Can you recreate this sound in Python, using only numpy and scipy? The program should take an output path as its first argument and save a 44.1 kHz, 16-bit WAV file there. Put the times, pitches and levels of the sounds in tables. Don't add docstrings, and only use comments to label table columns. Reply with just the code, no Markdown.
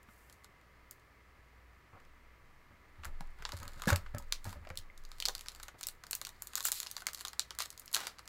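import sys
import numpy as np
from scipy import signal
from scipy.fft import rfft, irfft
from scipy.io import wavfile
from scipy.ndimage import uniform_filter1d

SR = 44100
rng = np.random.default_rng(int(sys.argv[2]) if len(sys.argv) > 2 else 0)


def amplitude_ratio(level_db):
    exponent = np.asarray(level_db, float) / 20
    return 10 ** exponent


def store_pcm(level_fs):
    pcm = np.round(np.clip(level_fs, -1, 1) * 32767).astype(np.int16)
    wavfile.write(sys.argv[1], SR, np.atleast_2d(pcm).T)


N = 365148


def evened(x):
    return x / np.sqrt(np.mean(x ** 2) + 1e-30)


def read(points, hz):
    f, value = np.transpose(points)
    return np.interp(np.log(hz + 1), np.log(f + 1), value)


def add(mix, s, sound):
    part = mix[round(s * SR):][:len(sound)]
    part += sound[:len(part)]


def coloured(x, gain):
    return irfft(rfft(x) * gain(np.fft.rfftfreq(len(x), 1 / SR)), len(x))


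def band(x, lo_hz, hi_hz):
    sections = signal.butter(3, [lo_hz, hi_hz], "bandpass", fs=SR, output="sos")
    return signal.sosfilt(sections, x)


# [f/Hz, level/dB per Hz]
FOIL_RESPONSE = [(120, -5.5), (500, -15.5), (1300, 1), (2500, -8), (3300, -4), (4300, 3), (5900, -7),
                 (7400, -2), (9000, -8.5), (11500, -8.5), (14500, -8), (16800, -26.5)]


def foil(hz):
    return amplitude_ratio(read(FOIL_RESPONSE, hz))


def crackle(size, per_s, spread_db, smooth):
    happens = rng.random(size) < per_s / SR
    sizes_db = spread_db * np.minimum(rng.exponential(1, size), 3)
    slips = happens * amplitude_ratio(sizes_db) * rng.standard_normal(size)
    return evened(slips) + smooth * rng.standard_normal(size)


# [lowest f/Hz, highest f/Hz]
FOIL_BANDS = [(400, 2500), (2500, 6500), (6500, 10500), (10500, 16900)]
# [t/s, energy level/dB, low flex above it/dB, brightness/dB]
SLEEVE_SNAPS = [
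    (.0298, -51.5, -4, 8),
    (.0867, -51, 15, -17),
    (.2978, -36, -4, -4),
    (.3257, -39, -19, 1.5),
    (.4443, -32, -3.5, -4),
    (.6118, -50, -5, -5),
    (.9103, -34, -6, 9.5),
    (2.0012, -45, 6, -8),
    (2.0501, -47, 0, -8),
]
BOX_SNAPS = [(3.0346, -36, 13, -17), (3.0465, -24.5, 1, -7), (3.0525, -27.5, 8.5, 3),
             (3.2071, -28.5, -0.5, -8), (3.423, -31, 7.5, -7), (3.452, -11.5, -4.5, -24),
             (3.491, -26, 4.5, -7), (3.5202, -19.5, -4.5, -10), (3.6306, -28.5, 0, -2),
             (3.653, -41, 11, -1), (3.679, -24, -5, -4.5), (3.797, -38.5, 12.5, 1), (3.82, -18.5, 0, -5.5),
             (3.836, -29, 10, -6), (3.856, -24.5, 1, -9), (3.873, -22.5, 2, -2), (3.903, -14.5, 7.5, 1.5),
             (3.9295, -14.5, -2, -7), (3.9596, -12, -5, -4), (4.062, -39.5, 14, -14),
             (4.1831, -27.5, -18, 4.5), (4.3236, -3.5, -13.5, -10.5), (4.4435, -29.5, -9, 2),
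             (4.528, -30.5, 4, -3.5), (4.65, -45, 14, -7), (4.672, -33.5, 4.5, -18), (4.7018, -30, 8, -11),
             (4.7737, -17, -32, -3), (4.788, -30, -13, 0)]
TURN_SNAPS = [(4.9766, -33.5, -25, -3.5), (5.0508, -32, -21, -6.5), (5.1165, -25, -5, -11),
              (5.2015, -14.5, -16, -6), (5.2235, -14.5, -14, -11), (5.254, -4, -16, -14),
              (5.2587, -9, -26, -7), (5.2847, -9.5, -11.5, -5), (5.2946, -23, 1, -13),
              (5.3509, -15, -13, -7), (5.38, -28, -27, -4), (5.4094, -26, -9.5, -1.5), (5.46, -30, 1, -10),
              (5.4843, -16.5, -14, -7), (5.5992, -28, 1.5, -7), (5.6298, -26, -11, -2.5),
              (5.6332, -25.5, -3, -2), (5.682, -26, 3, -6), (5.8104, -25, -3, -1),
              (5.8308, -19, -11.5, -1.5), (5.8367, -21, -24, -9), (5.8692, -18.5, -13, 4.5),
              (5.886, -18.5, -10, 0), (6.037, -25.5, -0.5, -9), (6.11, -22, -11, 8.5),
              (6.1305, -8.5, -13, -8), (6.1511, -22.5, -9, 10), (6.2143, -18, -3.5, -3),
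              (6.2502, -17, -32, -6), (6.269, -20.5, -5.5, -4)]
TEAR_SNAPS = [(6.4211, -26.5, -3.5, 10.5), (6.471, -28.5, -11, 6.5), (6.5339, -26, -1, -6),
              (6.5547, -11.5, -11, 1.5), (6.5723, -20, -20, -9), (6.5762, -29, 7.5, 13),
              (6.5795, -18, -6, -4), (6.6058, -15.5, -6.5, -5), (6.627, -28, -17, 6), (6.6379, -35, -20, 9),
              (6.6527, -19.5, 1.5, 13), (6.6848, -25, 6.5, 10), (6.7183, -12.5, -10, 5.5),
              (6.7249, -17.5, -11, 1), (6.8017, -16, -13, 2), (6.8302, -19.5, -9, -3),
              (6.8634, -23, -4, -12), (6.8695, -17.5, -23, -13), (6.913, -23.5, -15, 2),
              (6.9663, -14, -9.5, -10), (6.9794, -28, 1.5, -2), (7.02, -29, 2, -4), (7.068, -11, -8.5, -2),
              (7.0855, -18.5, -1.5, -20), (7.1326, -26.5, -6, 3), (7.1467, -18.5, -15, -2),
              (7.2083, -22.5, -5, -1.5), (7.2504, -13.5, -6, -8.5), (7.282, -18.5, -13, -5),
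              (7.3315, -24.5, -1.5, -7)]
PEEL_SNAPS = [(7.3945, -7.5, -12, -8), (7.5068, -19, -4.5, -11), (7.5497, -35, -1, -2),
              (7.5874, -18.5, -2.5, 3.5), (7.6036, -12.5, -2.5, -7), (7.6215, -20, -5, 1),
              (7.6575, -22.5, -8, -3.5), (7.7033, -26, -23, 0.5), (7.7768, -28, -14, -3),
              (7.7962, -36.5, -13, 13), (7.8582, -49, -13, 19), (7.8787, -24.5, -15, -12),
              (7.9292, -31, -10, 12), (7.9375, -21.5, -3, -2), (7.9415, -14.5, -14, -1),
              (7.946, -4, -20, -4.5), (7.9548, -16, -2.5, 4), (7.9647, -9, -4, -12), (8.004, -23, 0, -3),
              (8.0694, -13, -4.5, -7.5), (8.185, -28.5, -5, -14), (8.1921, -28, 1.5, -8),
              (8.2765, -25.5, -6.5, -5.5)]
# [t/s, energy level/dB]
FAINT_TICKS = [(3.568, -30), (3.574, -30.5), (3.588, -34), (3.6008, -32), (4.148, -32), (4.4535, -30.5),
               (4.4935, -30), (4.69, -38), (4.7556, -35.5), (5.3928, -28), (5.468, -40), (5.549, -29),
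               (6.0673, -29.5), (6.2908, -26.5), (6.5987, -25), (6.851, -35), (7.0047, -32), (7.0886, -27),
               (7.1742, -29), (7.183, -30), (7.272, -25), (7.634, -30), (7.6533, -29), (8.0365, -35),
               (.342, -49), (.437, -47), (.929, -46), (.997, -49), (3.272, -49), (3.305, -52), (3.387, -46),
               (3.535, -32), (3.719, -42), (3.734, -37), (4.224, -39), (4.5057, -35), (5.0375, -42),
               (5.089, -46), (5.184, -35), (5.5183, -34), (5.5597, -34), (5.7907, -41), (6.563, -30),
               (6.614, -32), (6.818, -28), (6.902, -34), (7.0565, -42), (7.192, -32), (7.215, -31),
               (7.727, -35), (7.818, -38), (7.915, -35), (7.973, -21), (8.051, -36), (8.078, -28),
               (8.256, -40)]
TICK_FLEX_DB, TICK_BRIGHT_DB = -5, -3.5
FIZZ_DB, FIZZ_SLOPE, SHEEN_DB, SHEEN_SLOPE = 1.5, 0.79, -3, 1.11
FACET_DB = 2


def snaps():
    ticks = [(s, db, TICK_FLEX_DB, TICK_BRIGHT_DB) for s, db in FAINT_TICKS]
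    rows = SLEEVE_SNAPS + BOX_SNAPS + TURN_SNAPS + TEAR_SNAPS + PEEL_SNAPS + ticks
    out, t = np.zeros(N), np.arange(512) / SR
    starts, db, low_db, bright_db = np.transpose(rows)
    noise = rng.standard_normal((len(rows), 513))
    slow = np.exp(0.2 * noise[:, -1:] - 0.018 * (db[:, None] + 12))
    flip = 1.7 * (np.arange(512) == 20)
    peaks = amplitude_ratio(FACET_DB * evened(uniform_filter1d(noise[:, 256:], 9)))
    facet = peaks * foil(np.fft.rfftfreq(512, 1 / SR))
    fizz_db = FIZZ_DB + FIZZ_SLOPE * bright_db
    sheen_db = SHEEN_DB + SHEEN_SLOPE * bright_db
    gains_db = [low_db + 0.24, -.7, fizz_db, sheen_db]
    fades_s = (0.0025, 0.0008, 0.00075, 0.0008)
    sounds = np.zeros((len(rows), len(t)))
    for fade, edge, gain_db in zip(fades_s, FOIL_BANDS, gains_db):
        crumple = noise[:, :512] * t / (t + 0.0002) * np.exp(-t / fade / slow)
        burst = rfft(flip + crumple)
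        flattened = burst / (abs(burst) + .3) ** .3
        part = band(irfft(facet * flattened), *edge)
        sounds += amplitude_ratio(db + gain_db)[:, None] * part / np.linalg.norm(part, axis=1, keepdims=True)
    for s, sound in zip(starts, sounds):
        add(out, s, sound)
    return out


# [t/s, peak level/dB, f/Hz]
FACET_PINGS = [(3.4516, -25, 4260), (3.5194, -25, 3760), (3.6785, -36, 7360), (4.1829, -28, 7550),
               (4.3231, -13, 4700), (4.7735, -22, 4330), (5.0504, -39, 4300), (5.2011, -23, 4310),
               (5.254, -14, 4280), (5.2574, -20, 4300), (5.2839, -17, 5710), (5.3502, -25, 5130),
               (5.3807, -27, 5040), (5.4086, -32, 6660), (5.4675, -30, 5060), (5.4839, -28, 4400),
               (5.6321, -32, 6700), (5.8102, -32, 6610), (5.8306, -21, 6600), (5.8364, -20, 6030),
               (5.8686, -13, 14000), (6.11, -21, 9600), (6.13, -16, 4770), (6.1509, -16, 12500),
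               (6.2143, -25, 3240), (6.2497, -23, 7200), (6.4213, -22, 7200), (6.554, -16, 7660),
               (6.5755, -24, 5000), (6.6059, -22, 3760), (6.6523, -14, 7570), (6.7171, -10, 9840),
               (6.8014, -27, 5860), (6.8299, -26, 5430), (6.8693, -28, 4000), (6.9127, -21, 12700),
               (6.9661, -28, 4100), (7.0673, -13, 7010), (7.1322, -28, 11700), (7.1462, -29, 7030),
               (7.208, -29, 7110), (7.2499, -20, 5400), (7.2818, -28, 5680), (7.3941, -11, 4020),
               (7.5058, -22, 5450), (7.5872, -22, 4080), (7.6201, -24, 4030), (7.6565, -29, 8080),
               (7.7029, -27, 6990), (7.7962, -32, 12600), (7.8785, -34, 4620), (7.9144, -33, 11500),
               (7.9404, -17, 4380), (7.9453, -13, 4340), (8.0691, -24, 3900)]
PING_DB, PING_CYCLES, PING_LATE_S = -5.5, 14, .0008


def pings():
    out, t = np.zeros(N), np.arange(1024) / SR
    for s, db, hz in FACET_PINGS:
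        fade = amplitude_ratio(db + PING_DB - 60 * t * hz / PING_CYCLES)
        tone = np.minimum(t * hz, 1) * np.sin(2 * np.pi * hz * t)
        add(out, s + PING_LATE_S, fade * tone)
    return out


# [t/s, rustle level/dB]
BOX_RUB = [(2.95, -85), (3.36, -83), (3.42, -72), (3.6, -64), (3.7, -70), (3.78, -65), (4.0, -74),
           (4.1, -79), (4.42, -76), (4.5, -70), (4.62, -82), (4.9, -99)]
PACK_RUB = [(5.0, -82), (5.18, -70), (5.42, -65.5), (5.68, -72), (5.74, -88), (5.81, -70), (5.92, -78),
            (6.0, -86), (6.08, -74), (6.35, -74), (6.62, -63), (6.88, -60), (7.01, -66), (7.045, -82),
            (7.2, -74), (7.42, -75), (7.86, -72), (8.28, -79)]
SCUFF_DB, SCUFF_SLOPE, CARDBOARD_DB, OUT_OF_BOX_S = -74, .45, 7, 4.1


def rustle(snapping):
    grains = [evened(band(crackle(N, 1600, 4.4, .4), *edge)) for edge in FOIL_BANDS]
    t, hold = np.arange(N) / SR, np.exp(-1 / (0.012 * SR))
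    aftermath = np.zeros(N)
    for edge, grain in zip(FOIL_BANDS, grains):
        power = signal.lfilter([1 - hold], [1, -hold], band(snapping, *edge) ** 2)
        aftermath += np.sqrt(power) * grain
    return amplitude_ratio(5.0) * coloured(rubbing(t), foil) + amplitude_ratio(-15) * aftermath


def rubbing(t):
    grains = [band(crackle(N, 1600, 4.4, .4), *edge) for edge in FOIL_BANDS]
    fine_db = np.interp(t, *np.transpose(BOX_RUB + PACK_RUB), left=-200)
    scuff_db = SCUFF_DB + SCUFF_SLOPE * (fine_db + 70) + CARDBOARD_DB * (t < OUT_OF_BOX_S)
    return amplitude_ratio(fine_db) * evened(sum(grains[1:])) + amplitude_ratio(scuff_db) * evened(grains[0])


# [t/s, length/s, level/dB, centre f/Hz, width/octaves]
DRAGS_AND_RIPS = [(.06, 0.3, -71.5, 13000, 1.1), (1.919, 0.079, -61.5, 590, 1.05),
                  (3.025, 0.055, -63, 1480, 2), (3.874, 0.045, -37, 1160, 2.5),
                  (4.439, 0.098, -57, 2470, 4.1), (5.277, 0.024, -47, 490, 0.8),
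                  (5.741, 0.02, -58.5, 248, 1.5), (6.096, 0.028, -72, 8000, 1.5),
                  (6.645, 0.05, -37.5, 9000, 2), (6.724, 0.05, -45, 9000, 1.7), (6.74, .07, -53, 12000, .3),
                  (3.92, .04, -44, 1400, .6), (7.187, 0.043, -55, 6000, 1.5),
                  (7.589, 0.048, -42, 3350, 1.3), (7.947, 0.14, -45.5, 1030, 2),
                  (3.384, .06, -61, 900, 1.05), (5.781, 0.034, -63, 7000, 1)]


def drags():
    out = np.zeros(N)
    for s, length, db, hz, octaves in DRAGS_AND_RIPS:
        u = np.arange(16384) / SR / length

        def colour(f):
            return foil(f) ** 0.43 * np.exp(-.5 * (np.log2(f / hz + 1e-9) / octaves) ** 2)

        grains = evened(coloured(crackle(16384, 3500, 3.4, .6), colour))
        add(out, s, amplitude_ratio(db) * grains * np.minimum(u / 0.19, 1) * np.exp(-u ** 3))
    return out


def slipping(length, start_hz, end_hz, jitter):
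    u = np.minimum(np.arange(4096) / SR / length, 1)
    wobble = evened(uniform_filter1d(rng.standard_normal(4096), 60))
    rate_hz = start_hz * (end_hz / start_hz) ** u * (1 + jitter * wobble)
    return np.cumsum(rate_hz) / SR, np.sqrt(np.sin(np.pi * u).clip(0))


# [t/s, length/s, level/dB, start slips f/Hz, end slips f/Hz]
SEAM_CREAKS = [
    (6.752, .05, -46, 440, 440),
    (6.99, .028, -56.5, 210, 190),
    (7.188, .03, -52.5, 180, 196),
]
# [t/s, length/s, level/dB, start f/Hz, end f/Hz]
SEAM_SQUEAKS = [
    (6.637, .016, -42, 7400, 2500),
    (6.646, .016, -36, 7700, 7400),
    (6.654, .012, -41, 2600, 3400),
    (6.665, .012, -33, 7700, 7300),
    (6.667, .01, -41, 5200, 4500),
]
SLIP_JITTER, SLIP_S = .2, .00045
SQUEAK_JITTER, OVERTONE_DB = .06, -4


def creaks():
    out = np.zeros(N)
    for s, length, db, start_hz, end_hz in SEAM_CREAKS:
        turns, arch = slipping(length, start_hz, end_hz, SLIP_JITTER)
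        puffs = np.exp(-(turns % 1) / start_hz / SLIP_S) * rng.standard_normal(len(turns))
        add(out, s, amplitude_ratio(db) * arch * evened(band(coloured(puffs, foil), 2500, 15000)))
    for s, length, db, start_hz, end_hz in SEAM_SQUEAKS:
        turns, arch = slipping(length, start_hz, end_hz, SQUEAK_JITTER)
        overtone = amplitude_ratio(OVERTONE_DB) * np.sin(2 * np.pi * 2 * turns)
        add(out, s, amplitude_ratio(db) * arch * (np.sin(2 * np.pi * turns) + overtone))
    return out


# [t/s, peak level/dB, f/Hz, t60/s]
PANEL_RINGS = [(3.208, -44, 804, 0.034), (3.877, -31, 1660, 0.13), (3.922, -34, 570, 0.07),
               (4.9, -48.5, 2080, 0.037), (4.557, -56, 580, 0.11), (4.67, -43, 620, .022),
               (4.703, -46, 523, 0.067), (5.2246, -28, 3020, 0.0093), (7.068, -32.5, 2090, 0.02),
               (4.146, -41.5, 576, 0.11), (4.145, -36, 197, .04), (4.148, -50, 1696, .06),
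               (4.462, -48.5, 590, 0.044), (4.527, -51, 960, .04), (4.2, -50, 930, .06),
               (3.532, -46, 590, .04), (3.528, -44, 960, 0.033), (3.874, -9, 171, .015),
               (3.886, -35, 1650, .04), (7.3947, -17, 7570, .003), (5.286, -24, 4200, .006),
               (4.703, -48, 2200, .02), (3.53, -50, 280, .05), (3.871, -31, 510, 0.029),
               (3.902, -26.5, 1400, .015), (3.889, -33, 885, .03), (3.208, -45, 930, .03),
               (3.065, -50, 170, .05), (7.02, -46.5, 1500, .04), (6.653, -31.5, 1430, .01)]


def rings():
    out, t = np.zeros(N), np.arange(8192) / SR
    for s, db, hz, t60 in PANEL_RINGS:
        tones = np.sin(2 * np.pi * hz * t) + .5 * np.sin(2 * np.pi * 1.02 * hz * t)
        add(out, s, amplitude_ratio(db - 60 * t / t60) * np.minimum(t * hz / 0.78, 1) * tones)
    return out


# [t/s, desk peak level/dB, desk f/Hz, box above desk/dB, scuffle/s]
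BOX_DESK_KNOCKS = [(.086, -53.5, 197, 4, 0.0069), (1.933, -55.5, 91.7, 6, 0.033),
                   (2.705, -59.5, 85, 8, 0.028), (2.985, -52.5, 74, -1, 0.022),
                   (3.058, -48.5, 68.4, 6, 0.044), (3.205, -44.5, 165, 0, 0.0073),
                   (3.536, -42, 87, 1, 0.006), (3.598, -46, 87.5, 5.5, 0.083), (3.87, -40, 185, 14, 0.04),
                   (3.92, -24.5, 89.6, 3.5, 0.011), (4.14, -39, 98.4, 3, 0.027),
                   (4.45, -47.5, 84, 10, 0.024), (4.471, -40.5, 91, -2, 0.053),
                   (4.556, -49.5, 69, 2, 0.019), (4.608, -49.5, 74, 0.5, 0.12),
                   (4.702, -50, 81.4, 9.5, 0.011), (3.65, -50.5, 95, -1, .02), (3.76, -52, 120, 0, .05),
                   (3.4, -54, 130, 0, .04), (4.78, -54, 84.6, -6, .03)]
# [f/Hz, level/dB, t60/s]
BOX_MODES = [(182, -1.5, 0.11), (243, 2.5, 0.036), (316, 2, 0.016), (581, -1.5, 0.068), (914, 1.5, 0.021),
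             (1257, -5.5, 0.079), (1654, -6, 0.055), (2030, -42, .05)]
DESK_T60_S, DESK_DAMPING = 0.12, 2


def knocks():
    out, t = np.zeros(N), np.arange(16384) / SR
    oddities = rng.standard_normal((len(BOX_DESK_KNOCKS), len(BOX_MODES)))
    for (s, db, hz, box_db, scuffle), odd in zip(BOX_DESK_KNOCKS, oddities):
        t60 = DESK_T60_S * (100 / hz) ** DESK_DAMPING
        desk = np.sin(2 * np.pi * hz * t) * amplitude_ratio(-60 * t / t60) * (1 - np.exp(-t / 0.0052))
        modes = np.zeros(len(t))
        for (f, mode_db, ring), o in zip(BOX_MODES, odd):
            pitch_hz = f * (1 + .02 * o)
            modes += amplitude_ratio(mode_db + 2.5 * o - 60 * t / ring) * np.sin(2 * np.pi * pitch_hz * t)
        u = t / max(scuffle, .002)
        shove = crackle(len(t), 900, 0.6, 0.24) * np.exp(-u) * np.minimum(u / 0.18, 1)
        shaken = evened(signal.fftconvolve(shove, modes)[:len(t)])
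        box = shaken + 0.56 * evened(band(shove, 353, 1780))
        add(out, s, amplitude_ratio(db + 9.0) * desk + amplitude_ratio(db + box_db) * box / abs(box).max())
    return out


# [t/s, level/dB]
NEAR_ECHOES = [
    (.0021, -24),
    (.0043, -29.5),
    (.0092, -18),
    (0.0178, -26),
]
# [f/Hz, t60/s]
ROOM_DECAY = [(500, 0.26), (1500, 0.15), (4000, 0.14), (9000, 0.09), (15000, 0.15)]


def room(x, tail_db=-10.5):
    size, out, t = SR // 2, x.copy(), np.arange(N) / SR
    for s, db in NEAR_ECHOES:
        add(out, s, amplitude_ratio(db) * band(x, 870, 11000))
    for turn in range(3):
        happens = (rng.random(size) < 5000 / SR) * (np.arange(size) > 120)
        taps = rng.choice([-1., 1.], size) * happens
        hz, when, z = signal.stft(taps, SR, nperseg=128)
        decay = amplitude_ratio(-60 * when / read(ROOM_DECAY, hz)[:, None])
        tail = signal.istft(z * decay, SR, nperseg=128)[1]
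        share = np.sqrt(2 / 3) * np.cos(np.pi * (t / .09 + turn / 3))
        out += amplitude_ratio(tail_db) * signal.fftconvolve(x * share, tail / np.linalg.norm(tail))[:N]
    return out


def crests(rows, rise_db_s, fall_db_s):
    t = np.arange(0, N, 64) / SR
    s, hold, db = np.transpose(rows)[:, :, None]
    level_db = db - rise_db_s * np.maximum(s - t, 0) - fall_db_s * np.maximum(t - s - hold, 0)
    return np.interp(np.arange(N) / SR, t, amplitude_ratio(level_db.max(axis=0)))


# [t/s, hold/s, level/dB]
ARM_LEANS = [
    (1.95, .2, -62.5),
    (3.08, 0.99, -46),
    (4.7, 0.59, -50),
]
LEAN_RISE_DB_S, LEAN_FALL_DB_S, STILL_DB = 101, 18.5, -74
# [t/s, level/dB]
HUM_SWELLS = [(.27, -65), (.83, -65.5), (1.7, -60.5), (2.35, -64), (3.5, -58.5), (4.2, -52), (5.65, -61.5),
              (6.52, -66), (7.56, -63), (8.28, -67)]
SWELL_RISE_DB_S, SWELL_FALL_DB_S = 16, 75


def sway():
    t = np.arange(N) / SR
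    rocking = coloured(rng.standard_normal(N), lambda f: np.exp(-.5 * (np.log2(f / 18.5 + 1e-9) / .24) ** 2))
    weight = amplitude_ratio(STILL_DB) + crests(ARM_LEANS, LEAN_RISE_DB_S, LEAN_FALL_DB_S)
    rumble = amplitude_ratio(-75.5) * evened(band(rng.standard_normal(N), 17, 68))
    hum = np.sqrt(2) * np.sin(2 * np.pi * 59.5 * t)
    throb = crests([(s, 0, db) for s, db in HUM_SWELLS], SWELL_RISE_DB_S, SWELL_FALL_DB_S)
    return weight * evened(rocking) + throb * hum + rumble


# [f/Hz, level/dB per Hz]
FAN_AIR = [(40, -30.5), (80, -9.5), (206, -20.5), (443, -21), (800, -24), (1000, -25.5), (2100, -22),
           (2700, -29.5), (3600, -35.5), (4500, -35.5), (5700, -39.5), (6800, -40.5), (9000, -44.5),
           (16000, -45)]
FAN_DB = -62
# [f/Hz, level/dB]
MOTOR_LINES = [(975, -80), (1292, -84), (13948, -102), (14524, -94)]
# [f/Hz, width/Hz, level/dB]
HOUSING = [(1186, 114, -74.5), (1746, 83, -77.5), (2056, 110, -76)]


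def fan():
    air = coloured(rng.standard_normal(N), lambda f: amplitude_ratio(read(FAN_AIR, f)))
    out = amplitude_ratio(FAN_DB - 3.5) * evened(air)
    for hz, db in MOTOR_LINES:
        drift_hz = 1.55 * evened(uniform_filter1d(rng.standard_normal(N), 4000))
        out += amplitude_ratio(db) * np.sqrt(2) * np.sin(2 * np.pi * np.cumsum(hz + drift_hz) / SR)
    for hz, width, db in HOUSING:
        resonance = coloured(rng.standard_normal(N), lambda f: np.exp(-.5 * ((f - hz) / width) ** 2))
        out += amplitude_ratio(db) * evened(resonance)
    return out


def scene():
    snapping = snaps() + pings()
    handling = snapping + drags() + rings() + rustle(snapping) + creaks()
    return (room(handling) + knocks() + sway() + fan())[None]


def band_limit(x):
    return signal.sosfilt(signal.butter(12, 17010, fs=SR, output="sos"), x)


EDGE_HZ, TOP_HZ = 15780, 16900


def record(dry):
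    low = coloured(dry[0], lambda f: f < EDGE_HZ)
    top = coloured(dry[0], lambda f: (f >= EDGE_HZ) * (f < TOP_HZ))
    leap = uniform_filter1d(top ** 2, 128) > 5 * uniform_filter1d(top ** 2, 1500)
    kept = amplitude_ratio(4) * top * uniform_filter1d(leap * 1., 200)
    return band_limit((low + kept)[None])


dry = scene()
out = record(dry)
store_pcm(out)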